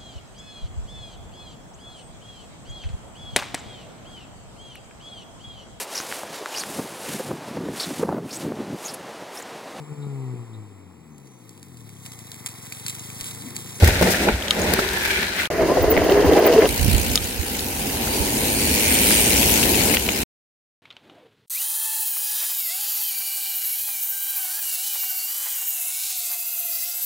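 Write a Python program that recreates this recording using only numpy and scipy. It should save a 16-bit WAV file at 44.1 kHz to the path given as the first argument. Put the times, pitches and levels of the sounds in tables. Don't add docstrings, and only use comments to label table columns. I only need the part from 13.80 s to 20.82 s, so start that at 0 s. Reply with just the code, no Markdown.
import sys
import numpy as np
from scipy import signal
from scipy.fft import rfft, irfft
from scipy.io import wavfile
from scipy.ndimage import uniform_filter1d

SR = 44100
rng = np.random.default_rng(int(sys.argv[2]) if len(sys.argv) > 2 else 0)


def generate_wav(signal):
    frames = np.transpose(np.atleast_2d(signal))
    scaled = np.clip(frames, -1, 1) * 32767
    pcm = np.round(scaled).astype(np.int16)
    wavfile.write(sys.argv[1], SR, pcm)


N = 309582
TRAIL_END_S, RIDE_START_S, RIDE_END_S, ROAD_END_S = 1.675, 1.702, 2.874, 6.435

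# freq_hz, density_db
WIND_SPECTRUM = [(13, -37), (22, -26.5), (45, -1.5), (65, 2.5), (86, 2.5), (135, -10), (170, -6),
                 (220, -35), (370, -120)]
RUMBLE_SPECTRUM = [(82, -17), (140, -17.5), (182, 1.5), (282, -3.5), (383, -1), (441, -4.5), (622, -3),
                   (696, -7.5), (863, -8.5), (1050, -20.5), (1300, -28), (1690, -50), (2860, -120)]
CRUNCH_SPECTRUM = [(680, -19), (1120, -10.5), (1250, -6), (1450, 5.5), (1650, 3.5), (2410, 2), (3120, -5),
                   (4040, -3), (5200, -19), (6760, -26), (11400, -120)]
SPRAY_SPECTRUM = [(2820, -30), (4800, 0.5), (7520, -3.5), (9010, -2), (9910, -5.5), (14300, -5),
                  (16000, -13)]
ROAR_SPECTRUM = [(82, -58.5), (140, -17.5), (167, -6.5), (211, -12), (274, -1), (409, 2), (551, -2),
                 (588, -3), (646, 1), (740, -7.5), (863, -13), (1000, -11), (1300, -25), (1690, -29),
                 (2860, -120)]
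RUSH_SPECTRUM = [(680, -51), (1150, -3), (1990, 2.5), (2490, -8.5), (2600, -32), (3380, -46), (5720, -120)]
RIDE_HISS_SPECTRUM = [(1410, -20.5), (2400, -3.5), (2740, 3), (3360, -4.5), (4950, -2), (5610, -7),
                      (6450, -4.5), (7740, -13.5), (9500, -8.5), (11900, -14.5), (13800, -8.5)]
GRIT_SPECTRUM = [(700, -13.5), (1100, -3), (1750, -0.5), (2200, -2), (2700, -9), (4500, -30)]
HUM_SPECTRUM = [(76, -40), (130, 1), (140, -12), (210, 1.5), (241, 1.5), (303, -1.5), (491, -5),
                (601, -10.5), (901, -11.5), (1180, -24), (1300, -34), (1690, -44), (2860, -120)]
PATTER_SPECTRUM = [(680, -35.5), (1150, -18), (1280, -8.5), (1750, -2.5), (2350, 3), (3000, 2),
                   (3320, -2.5), (4120, -0.5), (5200, -5.5), (6760, -40), (11400, -120)]
ROAD_HISS_SPECTRUM = [(2820, -12), (4800, -4), (5670, -1.5), (6970, 0), (7670, -1.5), (9190, 1),
                      (10500, -1), (14000, 0), (15100, -7), (16000, 2.5)]
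# freq_hz, side_minus_mid_db
TRAIL_WIDTH = [(60, -19), (150, -16.5), (380, -13), (950, -4.5), (2380, 0.5), (5980, 1), (15000, -1)]
RIDE_WIDTH = [(60, -2), (150, -9), (380, -16), (950, -6.5), (2380, -5), (5980, 1.5), (15000, 0.5)]
ROAD_WIDTH = [(60, -15), (130, -17), (290, -13), (640, -2), (1410, 1.5), (3100, 0), (6820, 0), (15000, 0)]

# start_s, length_s, level_db
GUSTS = [(0.02, 0.084, -15.5), (0.15, 0.16, -23.5), (0.38, 0.0998, -28), (0.515, 0.032, -24.5),
         (0.8, 0.16, -29.5), (1.96, 0.16, -27.5), (2.16, 0.059, -31), (2.44, 0.035, -24),
         (2.995, 0.18, -22), (3.19, 0.12, -31.5)]
# time_s, crunch_db, spray_db
DIRT_LEVELS = [(0.01, -31, -38), (0.078, -25.5, -36), (0.134, -28, -40.5), (0.308, -26.5, -35),
               (0.5, -28, -42.5), (0.574, -35, -44.5), (0.988, -26.5, -40), (1.08, -31, -40.5),
               (1.29, -29.5, -39), (1.44, -27, -42), (1.485, -33.5, -45.5), (1.6, -26, -40.5),
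               (1.66, -32, -44.5)]
POP_HZ = (1770, 2400, 3100, 4000, 7470)
# start_s, length_s, thud_db, thrown_grit_db
BUMPS = [(0.021, 0.019, -18, -48), (0.041, 0.11, -33, -34.5), (0.217, 0.016, -16.5, -32),
         (0.241, 0.061, -20, -34), (0.302, 0.026, -32, -25.5), (0.412, 0.049, -25.5, -35.5),
         (0.469, 0.027, -16.5, -51), (0.77, 0.17, -23, -39), (0.984, 0.025, -30, -31.5)]
# start_s, level_db, pitch_hz, t60_s, pan_db
JOLTS = [(0.024, 4.5, 82, 0.12, -1), (0.518, -15.5, 60, 0.22, 0), (3.082, 6, 160, 0.016, -20),
         (3.137, -0.5, 55.6, 0.033, -11), (3.592, -11, 72, 0.068, -17), (4.402, -12, 71.6, 0.068, -18)]
# start_s, level_db, pitch_hz, t60_s, crack_db, pan_db
KNOCKS_AND_BUFFETS = [(0.0438, -15, 2000, 0.027, -9, 1.5), (0.0744, -12.5, 1880, 0.054, -12, -0.5),
                      (0.087, -10.5, 660, 0.041, -31, 3), (0.1585, -23, 2390, 0.012, -29, 0),
                      (0.212, -4.5, 520, 0.019, -15, 1), (0.2253, 1, 480, 0.014, -11, -1),
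                      (0.226, -16, 1560, 0.024, -24, 5), (0.2716, -18.5, 1840, 0.056, -28, 0),
                      (0.3448, -15, 1740, 0.063, -25, 1), (0.4865, -9.5, 1430, 0.033, -31, 7),
                      (0.486, -7.5, 820, 0.031, -31.5, -6), (0.486, -16.5, 2360, 0.018, -31.5, -5),
                      (0.9372, -7, 500, 0.014, -4.5, 5), (0.9897, -5, 620, 0.022, -32, 4),
                      (0.9914, -7, 1350, 0.017, -29.5, -4), (1.036, -24, 1750, 0.06, -32, 2),
                      (1.2524, -18.5, 2173, 0.041, -21, -6), (1.303, -20, 2370, 0.06, -38.5, 9),
                      (1.361, -18, 2030, 0.018, -28, 3), (1.424, -19, 1750, 0.14, -35, 3),
                      (1.588, -21.5, 2060, 0.18, -30, 6), (1.709, -25.5, 684, 0.1, -45, 1),
                      (2.514, -7.5, 640, 0.022, -39, -2.5), (1.971, -6, 640, 0.032, -36, 1),
                      (2.166, -14.5, 2300, 0.033, -40, 5), (2.1757, -10.5, 1950, 0.017, -40, -7),
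                      (2.173, -12, 200, 0.034, -50, -3), (2.82, -20, 1790, 0.032, -38, 0),
                      (4.274, -27, 1440, 0.047, -28, 3), (5.309, -9.5, 2040, 0.0096, -24, 13),
                      (5.629, -13, 2500, 0.034, -14.5, 2), (5.696, -11, 2900, 0.02, -27, 3.5),
                      (5.83, -11, 2680, 0.034, -31, 3), (5.9452, -17.5, 2630, 0.036, -28, 5),
                      (6.139, -13.5, 2150, 0.03, -24, 3), (6.146, -13.5, 2400, 0.03, -8, 2),
                      (6.1698, -5.5, 2850, 0.013, -28, 7), (6.1699, -13.5, 2000, 0.026, -36, 2),
                      (6.2894, -8.5, 2450, 0.025, -31, 3.5), (6.2898, -16, 500, 0.029, -39, -2)]
# start_s, level_db, bright_hz, relative_snap_db, pan_db
CLACKS = [(0.623, -15, 3120, -22, 0), (0.682, -7.5, 3650, -29, 2.5), (0.7078, 2.5, 3430, -17, 0),
          (0.817, -12.5, 6660, -20, 2), (1.089, -12, 3980, -24, 2), (1.655, -13, 3380, -13, -3),
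          (2.321, -13, 3050, -28, 0), (2.648, -13, 2850, -28, 0), (2.727, -13, 2950, -28, 1.5),
          (2.297, -10.5, 2900, -26, 0), (2.675, -8.5, 2740, -28, 2), (2.534, -12, 3420, -16, 4.5),
          (2.8555, -12, 2900, -28, 1), (3.356, 2.5, 4700, -10.5, 1), (3.3752, -3.5, 3550, -17, 3),
          (3.443, -19, 6600, -18, 12), (3.7925, -9, 4300, -26, 4)]
# pitch_hz, level_db, t60_s
METAL_MODES = [(1245, 11.5, 0.076), (2930, -1, 0.012), (3160, -8, 0.028), (3700, -2, 0.014),
               (4470, -11, 0.011), (5160, -19, 0.02), (5050, -11.5, 0.02), (6820, -2.5, 0.025),
               (6510, -3.5, 0.031), (8721, -7.5, 0.022), (10130, -7, 0.022), (11700, -8, 0.021)]
# time_s, pitch_hz, level_db
TREAD_HUM = [(0.75, 389.3, -64), (1.0, 389.5, -30.5), (1.35, 379.3, -35), (1.66, 374.6, -43)]
# pitch_hz, width_hz, level_db, peak_s, half_length_s
SCRUB_RINGS = [(916, 240, -35.5, 1.12, 0.64), (1696, 120, -28, 1.29, 0.22), (2280, 110, -25, 1.34, 0.098),
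               (3150, 460, -36.5, 1.38, 0.2), (3990, 310, -37, 1.48, 0.097)]
# time_s, clicks_per_s, relative_peak_db
TRAIL_HUB = [(1.031, 20, 7.5), (1.28, 20, 9.5), (1.35, 13, 9), (1.66, 14.5, 11)]

# peak_s, level_db
SURGES = [(1.79, -31), (1.828, -17.5), (1.905, -16.5), (2.045, -21), (2.115, -17), (2.17, -19),
          (2.245, -19), (2.32, -16.5), (2.385, -16), (2.45, -15.5), (2.525, -15.5), (2.588, -14.5),
          (2.675, -16), (2.75, -16.5), (2.835, -19)]
# time_s, pitch_hz
HOUSING_DRONE = [(1.72, 450), (1.9, 480), (2.04, 440), (2.3, 400), (2.48, 410), (2.67, 450), (2.76, 415),
                 (2.86, 400)]
# peak_s, half_length_s, level_db
GRIT_PATCHES = [(1.8, 0.1, -34), (2.19, 0.05, -34), (2.36, 0.039, -33), (2.585, 0.03, -30.5),
                (2.671, 0.039, -27.5), (2.822, 0.015, -24)]
# peak_s, level_db, pitch_hz, half_length_s, glide_hz_per_s
HOOTS = [(1.805, -19, 646, 0.033, -900), (1.912, -26.5, 1018, 0.041, 2000),
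         (1.985, -15.5, 514, 0.017, -600), (2.112, -15, 439, 0.047, 800), (2.321, -13.5, 387, 0.018, 0),
         (2.385, -10.5, 410, 0.03, 0), (2.565, -16, 803, 0.011, 0), (2.672, -25.5, 800, 0.04, -1000),
         (2.705, -12.5, 483, 0.019, -900), (2.79, -1.5, 440, 0.013, 0.5)]
# peak_s, level_db
DISC_CATCHES = [(2.114, -14), (2.669, -18)]
# pitch_hz, width_hz, relative_db
LINK_MODES = [(2680, 240, -5), (3120, 240, -3)]

# closest_s, half_length_s, level_drop_s, hum_db, patter_db, hiss_db, pan_db
PASSES = [(3.1, 0.31, 3.36, -28.5, -32, -28.5, 1), (4.5, 0.18, 6.16, -29, -39, -34, -0.5),
          (5.238, 0.32, 11.7, -26, -28.5, -21.5, 0.5), (5.683, 0.13, 7, -27, -28, -22, 3),
          (6.09, 0.26, 6.16, -23.5, -29, -24, 5), (6.397, 0.16, 7.2, -30.5, -33.5, -32.5, 3)]
# time_s, pan_db
BREEZE_PAN = [(2.9, -13), (3.3, -13.5), (3.8, -5), (4.6, -2), (5.1, -0.5)]
# time_s, clicks_per_s, relative_peak_db
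ROAD_HUBS = [
    [(2.872, 57, 6), (3.17, 60, 7.5), (3.42, 57, 4), (3.7, 58.5, 4), (4.15, 33, -1)],
    [(3.2, 117, -2), (3.35, 116, 3), (3.7, 116, 2), (4.0, 94, -1), (4.45, 109, 1), (4.85, 103, 2),
     (5.05, 110, 4.5), (5.67, 111, 3), (6.43, 112, 0)],
    [(5.5, 50, -4), (5.8, 51.5, 3), (6.14, 48, 0)],
    [(5.95, 75, -4), (6.25, 72, 4), (6.43, 72.5, 6)],
]
# pitch_hz, width_hz, level_db, peak_s, half_length_s
TREAD_RINGS = [(791, 44, -39, 4.18, 0.55), (890, 70, -38, 4.33, 0.19)]
HUB_RINGS = [(2395, 160, -32, 5.15, 0.45), (2950, 350, -32, 5.4, 0.5), (4228, 24, -34.5, 4.88, 0.14),
             (4604, 34, -35, 4.35, 0.08), (4604, 24, -35.5, 4.83, 0.12), (5376, 24, -39, 5.0, 0.22),
             (6977, 120, -39, 4.8, 0.4), (8670, 220, -24, 5.12, 0.075), (8530, 190, -23.5, 5.4, 0.11),
             (8700, 350, -33, 4.75, 0.3), (9400, 260, -27, 5.29, 0.06), (9350, 160, -31, 5.25, 0.8)]
GRAVEL_RINGS = [(2240, 500, -28, 5.14, 0.25), (2600, 520, -29, 5.58, 0.17)]

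TIME_S = np.arange(N) / SR


def from_db(db):
    return 10 ** (np.asarray(db) / 20)


def unit_rms(x):
    return x / np.sqrt(np.mean(x ** 2) + 1e-20)


def curves(rows):
    times_s, *columns = np.transpose(rows)
    return [np.interp(TIME_S, times_s, column) for column in columns]


def during(start_s, end_s):
    return np.clip(np.minimum(TIME_S - start_s, end_s - TIME_S) / .002 + .5, 0, 1)


def swell(peak_s, half_length_s):
    return np.exp(-np.minimum(((TIME_S - peak_s) / half_length_s) ** 2, 40))


def bursts(rows, attack_s, release_s):
    power = 0
    for start_s, length_s, level_db in rows:
        rise = np.clip((TIME_S - start_s) / attack_s + .5, 0, 1)
        fall = np.exp(-np.clip((TIME_S - start_s - length_s) / release_s, 0, 20))
        power += (from_db(level_db) * rise * fall) ** 2
    return np.sqrt(power)


def panned(pan_db):
    return from_db(np.array([[.5], [-.5]]) * pan_db)


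def add(out, start_s, sound):
    i = max(round(start_s * SR), 0)
    out[:, i:i + sound.shape[-1]] += sound[..., :N - i]


def drift(rate_hz):
    step, warmup = 40, 2000
    pole = np.exp(-2 * np.pi * rate_hz * step / SR)
    noise = rng.standard_normal(N // step + warmup + 2)
    slow = signal.lfilter([1], [1, -2 * pole, pole * pole], noise)[warmup:]
    return np.interp(np.arange(N) / step, np.arange(len(slow)), unit_rms(slow))


def flutter(depth_db, rate_hz):
    return from_db(depth_db * drift(rate_hz))


def eddies(depth_db, rate_hz):
    return rng.standard_normal((2, N)) * flutter(depth_db, rate_hz)


def grains(per_s, spread_db, bed):
    born = rng.random(N) < per_s / SR
    sizes = from_db(spread_db * np.minimum(rng.exponential(1, N), 2.5))
    return unit_rms(born * sizes * rng.standard_normal((2, N))) + bed * rng.standard_normal((2, N))


def coloured(x, spectrum, skirt_db_per_octave=0):
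    hz, db = np.transpose(spectrum)
    octave = np.log2(np.abs(np.fft.fftfreq(8192, 1 / SR)) + 1)
    beyond = np.abs(octave - np.clip(octave, np.log2(hz[0]), np.log2(hz[-1])))
    shape_db = np.interp(octave, np.log2(hz), db) - skirt_db_per_octave * np.minimum(beyond, 2)
    log_response = np.conj(signal.hilbert(np.log(from_db(shape_db))))
    return signal.fftconvolve(x, np.fft.ifft(np.exp(log_response)).real)[:N]


def voiced(forces, spectrum, width):
    mid, side = (unit_rms(coloured(force, spectrum, skirt_db_per_octave=36)) for force in forces)
    return mid + coloured(side, width) * [[1], [-1]]


def resonance(x, pitch_hz, width_hz):
    r = np.exp(-np.pi * width_hz / SR)
    poles = [1, -2 * r * np.cos(2 * np.pi * pitch_hz / SR), r * r]
    return signal.lfilter(np.array([1, 0, -1]) * (1 - r * r) / 2, poles, x + 1e-18)


def double_resonance(x, pitch_hz, width_hz):
    return unit_rms(resonance(resonance(x, pitch_hz, width_hz), pitch_hz, width_hz))


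def noise_band(pitch_hz, width_hz, samples=N):
    return unit_rms(resonance(rng.standard_normal((2, samples)), pitch_hz, width_hz))


def wavering(pitch_hz, width_hz):
    phase = 2 * np.pi * np.cumsum(pitch_hz) / SR
    return drift(width_hz) * np.cos(phase) + drift(width_hz) * np.sin(phase)


def passing_rings(rows, force):
    return sum(from_db(level_db) * swell(peak_s, half_s) * unit_rms(resonance(force, pitch_hz, width_hz))
               for pitch_hz, width_hz, level_db, peak_s, half_s in rows)


def gusts(breeze_db):
    return np.hypot(from_db(breeze_db), bursts(GUSTS, attack_s=.012, release_s=.03))


def pops(per_s=140):
    births = rng.random((len(POP_HZ), N)) < per_s / len(POP_HZ) / SR
    return unit_rms(sum(resonance(born * rng.uniform(-1, 1, (2, N)), hz, hz / 4) / hz ** .8
                        for born, hz in zip(births, POP_HZ)))


def trail(slope_end_s=.67, settle_db_per_s=8.5):
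    crunch_db, spray_db = curves(DIRT_LEVELS)
    tread_hz, tread_db = curves(TREAD_HUM)
    bumps = np.array(BUMPS)
    thud = bursts(bumps[:, [0, 1, 2]], attack_s=.0052, release_s=.0099)
    thrown = bursts(bumps[:, [0, 1, 3]], attack_s=.0052, release_s=.0099)
    clumps = flutter(.86, rate_hz=25)
    wind = gusts(breeze_db=-37) * voiced(eddies(2.5, rate_hz=1.5), WIND_SPECTRUM, TRAIL_WIDTH)

    settled_db = settle_db_per_s * np.maximum(TIME_S - slope_end_s, 0)
    rumble = voiced(grains(per_s=1200, spread_db=2, bed=1.6), RUMBLE_SPECTRUM, TRAIL_WIDTH)
    rumble *= np.hypot(from_db(crunch_db + .5 - settled_db), thud)
    tread = from_db(tread_db) * wavering(tread_hz, width_hz=23) * during(TREAD_HUM[0][0], TRAIL_END_S)

    crunch = voiced(grains(per_s=1100, spread_db=2.5, bed=1.3), CRUNCH_SPECTRUM, TRAIL_WIDTH)
    crunch += from_db(-7.5) * pops()
    crunch *= np.hypot(from_db(crunch_db - 1), from_db(-8) * thrown + from_db(-18) * thud)
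    spray = voiced(grains(per_s=900, spread_db=3.5, bed=1.7), SPRAY_SPECTRUM, TRAIL_WIDTH)
    spray *= np.hypot(from_db(spray_db + 4), thrown)

    ticks = from_db(spray_db) * np.sqrt(freehub(TRAIL_HUB)) * noise_band(14000, width_hz=4000)
    scrub_force = grains(per_s=500, spread_db=2.5, bed=.7) * flutter(2.2, rate_hz=50)
    dirt = clumps * (crunch + passing_rings(SCRUB_RINGS, scrub_force) + spray)
    return (wind + rumble + tread + (dirt + ticks) * panned(2.1)) * during(-1, TRAIL_END_S)


def jolts(rise_s=.0073):
    out, t = np.zeros((2, N)), np.arange(SR // 2) / SR
    for start_s, level_db, pitch_hz, t60_s, pan_db in JOLTS:
        envelope = from_db(level_db - 60 * t / t60_s) * (1 - np.exp(-t / rise_s))
        add(out, start_s, panned(pan_db) * envelope * np.sin(2 * np.pi * pitch_hz * t))
    return out


def knocks_and_buffets():
    out, t = np.zeros((2, N)), np.arange(SR // 10) / SR
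    for start_s, level_db, pitch_hz, t60_s, crack_db, pan_db in KNOCKS_AND_BUFFETS:
        force, crack = rng.standard_normal((2, 2, len(t)))
        fade = from_db(-60 * t / t60_s)
        swing = fade * np.sin(2 * np.pi * pitch_hz * t)
        scatter = .55 * double_resonance(force, pitch_hz, width_hz=.55 * pitch_hz)
        sound = from_db(level_db) * (swing + scatter) + from_db(crack_db - 3) * crack
        add(out, start_s, panned(pan_db) * fade * sound)
    return out


def clacks(rattle_t60_s=.015, snap_t60_s=.014, contact_s=.0004):
    out, t = np.zeros((2, N)), np.arange(SR // 5) / SR
    contact = np.minimum(t / contact_s, 1)
    for start_s, level_db, bright_hz, snap_db, pan_db in CLACKS:
        rattle = .38 * from_db(-60 * t / rattle_t60_s) * noise_band(bright_hz, bright_hz / 6, len(t))
        snap = from_db(snap_db - 60 * t / snap_t60_s) * noise_band(9700, 3700, len(t))
        clack = rattle + snap
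        for pitch_hz, mode_db, t60_s in METAL_MODES:
            phase = rng.uniform(0, 2 * np.pi) + rng.normal(0, .34, (2, 1))
            struck_db = mode_db - 5 - 22 * abs(np.log2(pitch_hz / bright_hz))
            clack += from_db(struck_db - 60 * t / t60_s) * np.sin(2 * np.pi * pitch_hz * t + phase)
        add(out, start_s, from_db(level_db) * panned(pan_db) * contact * clack)
    return out


def freehub(rows, click_s=.0018, uneven_db=.9):
    clicks_per_s, peak_db = curves(rows)
    start_s, end_s = rows[0][0], rows[-1][0]
    teeth = np.cumsum(clicks_per_s * (TIME_S > start_s)) / SR
    strength_db = uneven_db * rng.standard_normal(2000)[teeth.astype(int)]
    age = (teeth % 1) / clicks_per_s / click_s
    return (from_db(peak_db + strength_db) * age * np.exp(1 - age)) ** 2 * during(start_s, end_s)


def speeding(start_db, db_per_s):
    return from_db(start_db + db_per_s * (np.clip(TIME_S, RIDE_START_S, RIDE_END_S) - RIDE_START_S))


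def ride():
    surge = np.sqrt(sum((from_db(level_db) * swell(peak_s, .029)) ** 2 for peak_s, level_db in SURGES))
    airflow = np.hypot(speeding(-24, db_per_s=5.3), surge)
    buffet = gusts(breeze_db=-35) * voiced(eddies(3, rate_hz=16), WIND_SPECTRUM, RIDE_WIDTH)
    roar = airflow * voiced(eddies(2, rate_hz=36), ROAR_SPECTRUM, RIDE_WIDTH)
    drone_hz, = curves(HOUSING_DRONE)
    drone = airflow * speeding(-12.5, db_per_s=6.3) * wavering(drone_hz, width_hz=30)
    hiss = speeding(-38, db_per_s=6.4) * voiced(eddies(1.5, rate_hz=35), RIDE_HISS_SPECTRUM, RIDE_WIDTH)
    rush = voiced(eddies(1.5, rate_hz=22), RUSH_SPECTRUM, RIDE_WIDTH)
    rush *= np.hypot(speeding(-35.5, db_per_s=2), from_db(-19) * surge)
    layers = buffet + roar + drone + rush + hiss + grit_patches() + hoots()
    return layers * during(RIDE_START_S, RIDE_END_S)


def grit_patches():
    gain = sum(from_db(level_db) * swell(peak_s, half_s) for peak_s, half_s, level_db in GRIT_PATCHES)
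    return gain * voiced(grains(per_s=700, spread_db=3, bed=.8), GRIT_SPECTRUM, RIDE_WIDTH)


def hoots():
    out = np.zeros(N)
    for peak_s, level_db, pitch_hz, half_s, glide_hz_per_s in HOOTS:
        t = TIME_S - peak_s
        phase = 2 * np.pi * (pitch_hz + glide_hz_per_s * t / 2) * t
        out += from_db(level_db) * swell(peak_s, half_s) * np.sin(phase)
    return out


def disc_squeaks(start_s=2.037, every_s=.0695, graze_db=-35, pitch_hz=15170):
    times_s = np.arange(start_s, RIDE_END_S, every_s)
    grazes = [(time_s + .004 * late, graze_db + 3 * hard)
              for time_s, (late, hard) in zip(times_s, rng.standard_normal((len(times_s), 2)))]
    touch = sum(from_db(level_db) * swell(peak_s, .0105) for peak_s, level_db in grazes + DISC_CATCHES)
    ring = resonance(noise_band(pitch_hz, width_hz=200), pitch_hz, width_hz=400)
    return touch * unit_rms(ring * flutter(3, rate_hz=150))


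def chain(start_s=2.114, links_per_s=39.15, slack_links=.03, impact_t60_s=.015, uneven_db=2.2):
    links = np.maximum((TIME_S - start_s) * links_per_s + slack_links * drift(rate_hz=20), 0)
    age_s = (links % 1) / links_per_s
    rattle = 0
    for pitch_hz, width_hz, level_db in LINK_MODES:
        strength_db = uneven_db * rng.standard_normal(1000)[links.astype(int)]
        envelope = from_db(strength_db - 60 * age_s / impact_t60_s) + .1
        force = envelope * (rng.standard_normal(N) + .7 * rng.standard_normal((2, N)))
        rattle += from_db(level_db) * double_resonance(force, pitch_hz, width_hz)
    return speeding(-30.5, db_per_s=.5) * unit_rms(rattle) * during(start_s, RIDE_END_S)


def passing_bikes(hum_reach=1.41, fade_s=.029):
    hum, patter, hiss = from_db([-43.5, -40, -38.5]) ** 2
    for closest_s, half_s, level_drop_s, hum_db, patter_db, hiss_db, pan_db in PASSES:
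        along = (TIME_S - closest_s) / half_s
        gate = np.clip((level_drop_s - TIME_S) / fade_s + .5, 0, 1)
        near = gate / (1 + along ** 2) * panned(pan_db) ** 2
        hum += from_db(hum_db) ** 2 * gate / (1 + (along / hum_reach) ** 2)
        patter += from_db(patter_db) ** 2 * near
        hiss += from_db(hiss_db) ** 2 * near
    return np.sqrt(hum), np.sqrt(patter), np.sqrt(hiss)


def ratcheting(clicks):
    return np.sqrt((1 + clicks) / uniform_filter1d(1 + clicks, size=4000))


def flickering(x, depth_db, rate_hz, bands=22):
    centres_hz = np.geomspace(1500, 15000, bands)
    bins_hz, spectrum = np.fft.rfftfreq(N, 1 / SR), rfft(x)
    parts = (irfft(spectrum * np.interp(bins_hz, centres_hz, band), N) for band in np.eye(bands))
    return sum(unit_rms(flutter(depth_db, rate_hz)) * part for part in parts)


def road(draught_db=-7):
    hum_gain, patter_gain, hiss_gain = passing_bikes()
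    clicks = sum(freehub(rows) for rows in ROAD_HUBS)
    breeze_pan_db, = curves(BREEZE_PAN)
    air = np.hypot(gusts(breeze_db=-38.5), from_db(draught_db) * hum_gain)
    wind = air * panned(breeze_pan_db) * voiced(eddies(1.5, rate_hz=20), WIND_SPECTRUM, ROAD_WIDTH)

    hum = hum_gain * voiced(grains(per_s=2500, spread_db=4, bed=1.4), HUM_SPECTRUM, ROAD_WIDTH)
    patter = patter_gain * voiced(grains(per_s=2000, spread_db=3, bed=1.4), PATTER_SPECTRUM, ROAD_WIDTH)
    hiss = hiss_gain * voiced(grains(per_s=3600, spread_db=10.5, bed=3.6), ROAD_HISS_SPECTRUM, ROAD_WIDTH)

    coarse_ground = flutter(.76, rate_hz=7.6)
    buzz = hiss * ratcheting(clicks) + patter * ratcheting(clicks / 2) * coarse_ground
    buzz = flickering(buzz, depth_db=2.2, rate_hz=22) * flutter(.6, rate_hz=12)

    hub_rings = passing_rings(HUB_RINGS, ratcheting(clicks) * eddies(.5, rate_hz=7.1))
    tread_song = passing_rings(TREAD_RINGS, eddies(0, rate_hz=16))
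    distant_rush = from_db(-43.5) * noise_band(1546, width_hz=290)
    gravel_force = resonance(grains(per_s=600, spread_db=3, bed=.8), 2500, width_hz=1500)
    gravel = passing_rings(GRAVEL_RINGS, gravel_force)
    layers = wind + hum + buzz + gravel + hub_rings + tread_song + distant_rush
    return layers * during(RIDE_END_S, ROAD_END_S)


def scene():
    return trail() + ride() + chain() + disc_squeaks() + road() + jolts() + knocks_and_buffets() + clacks()


def record(dry, cutoff_hz=15800):
    lowpass = signal.ellip(12, .1, 90, cutoff_hz, fs=SR, output="sos")
    return signal.sosfilt(lowpass, np.clip(dry, -1, 1))


dry = scene()
out = record(dry)
generate_wav(out)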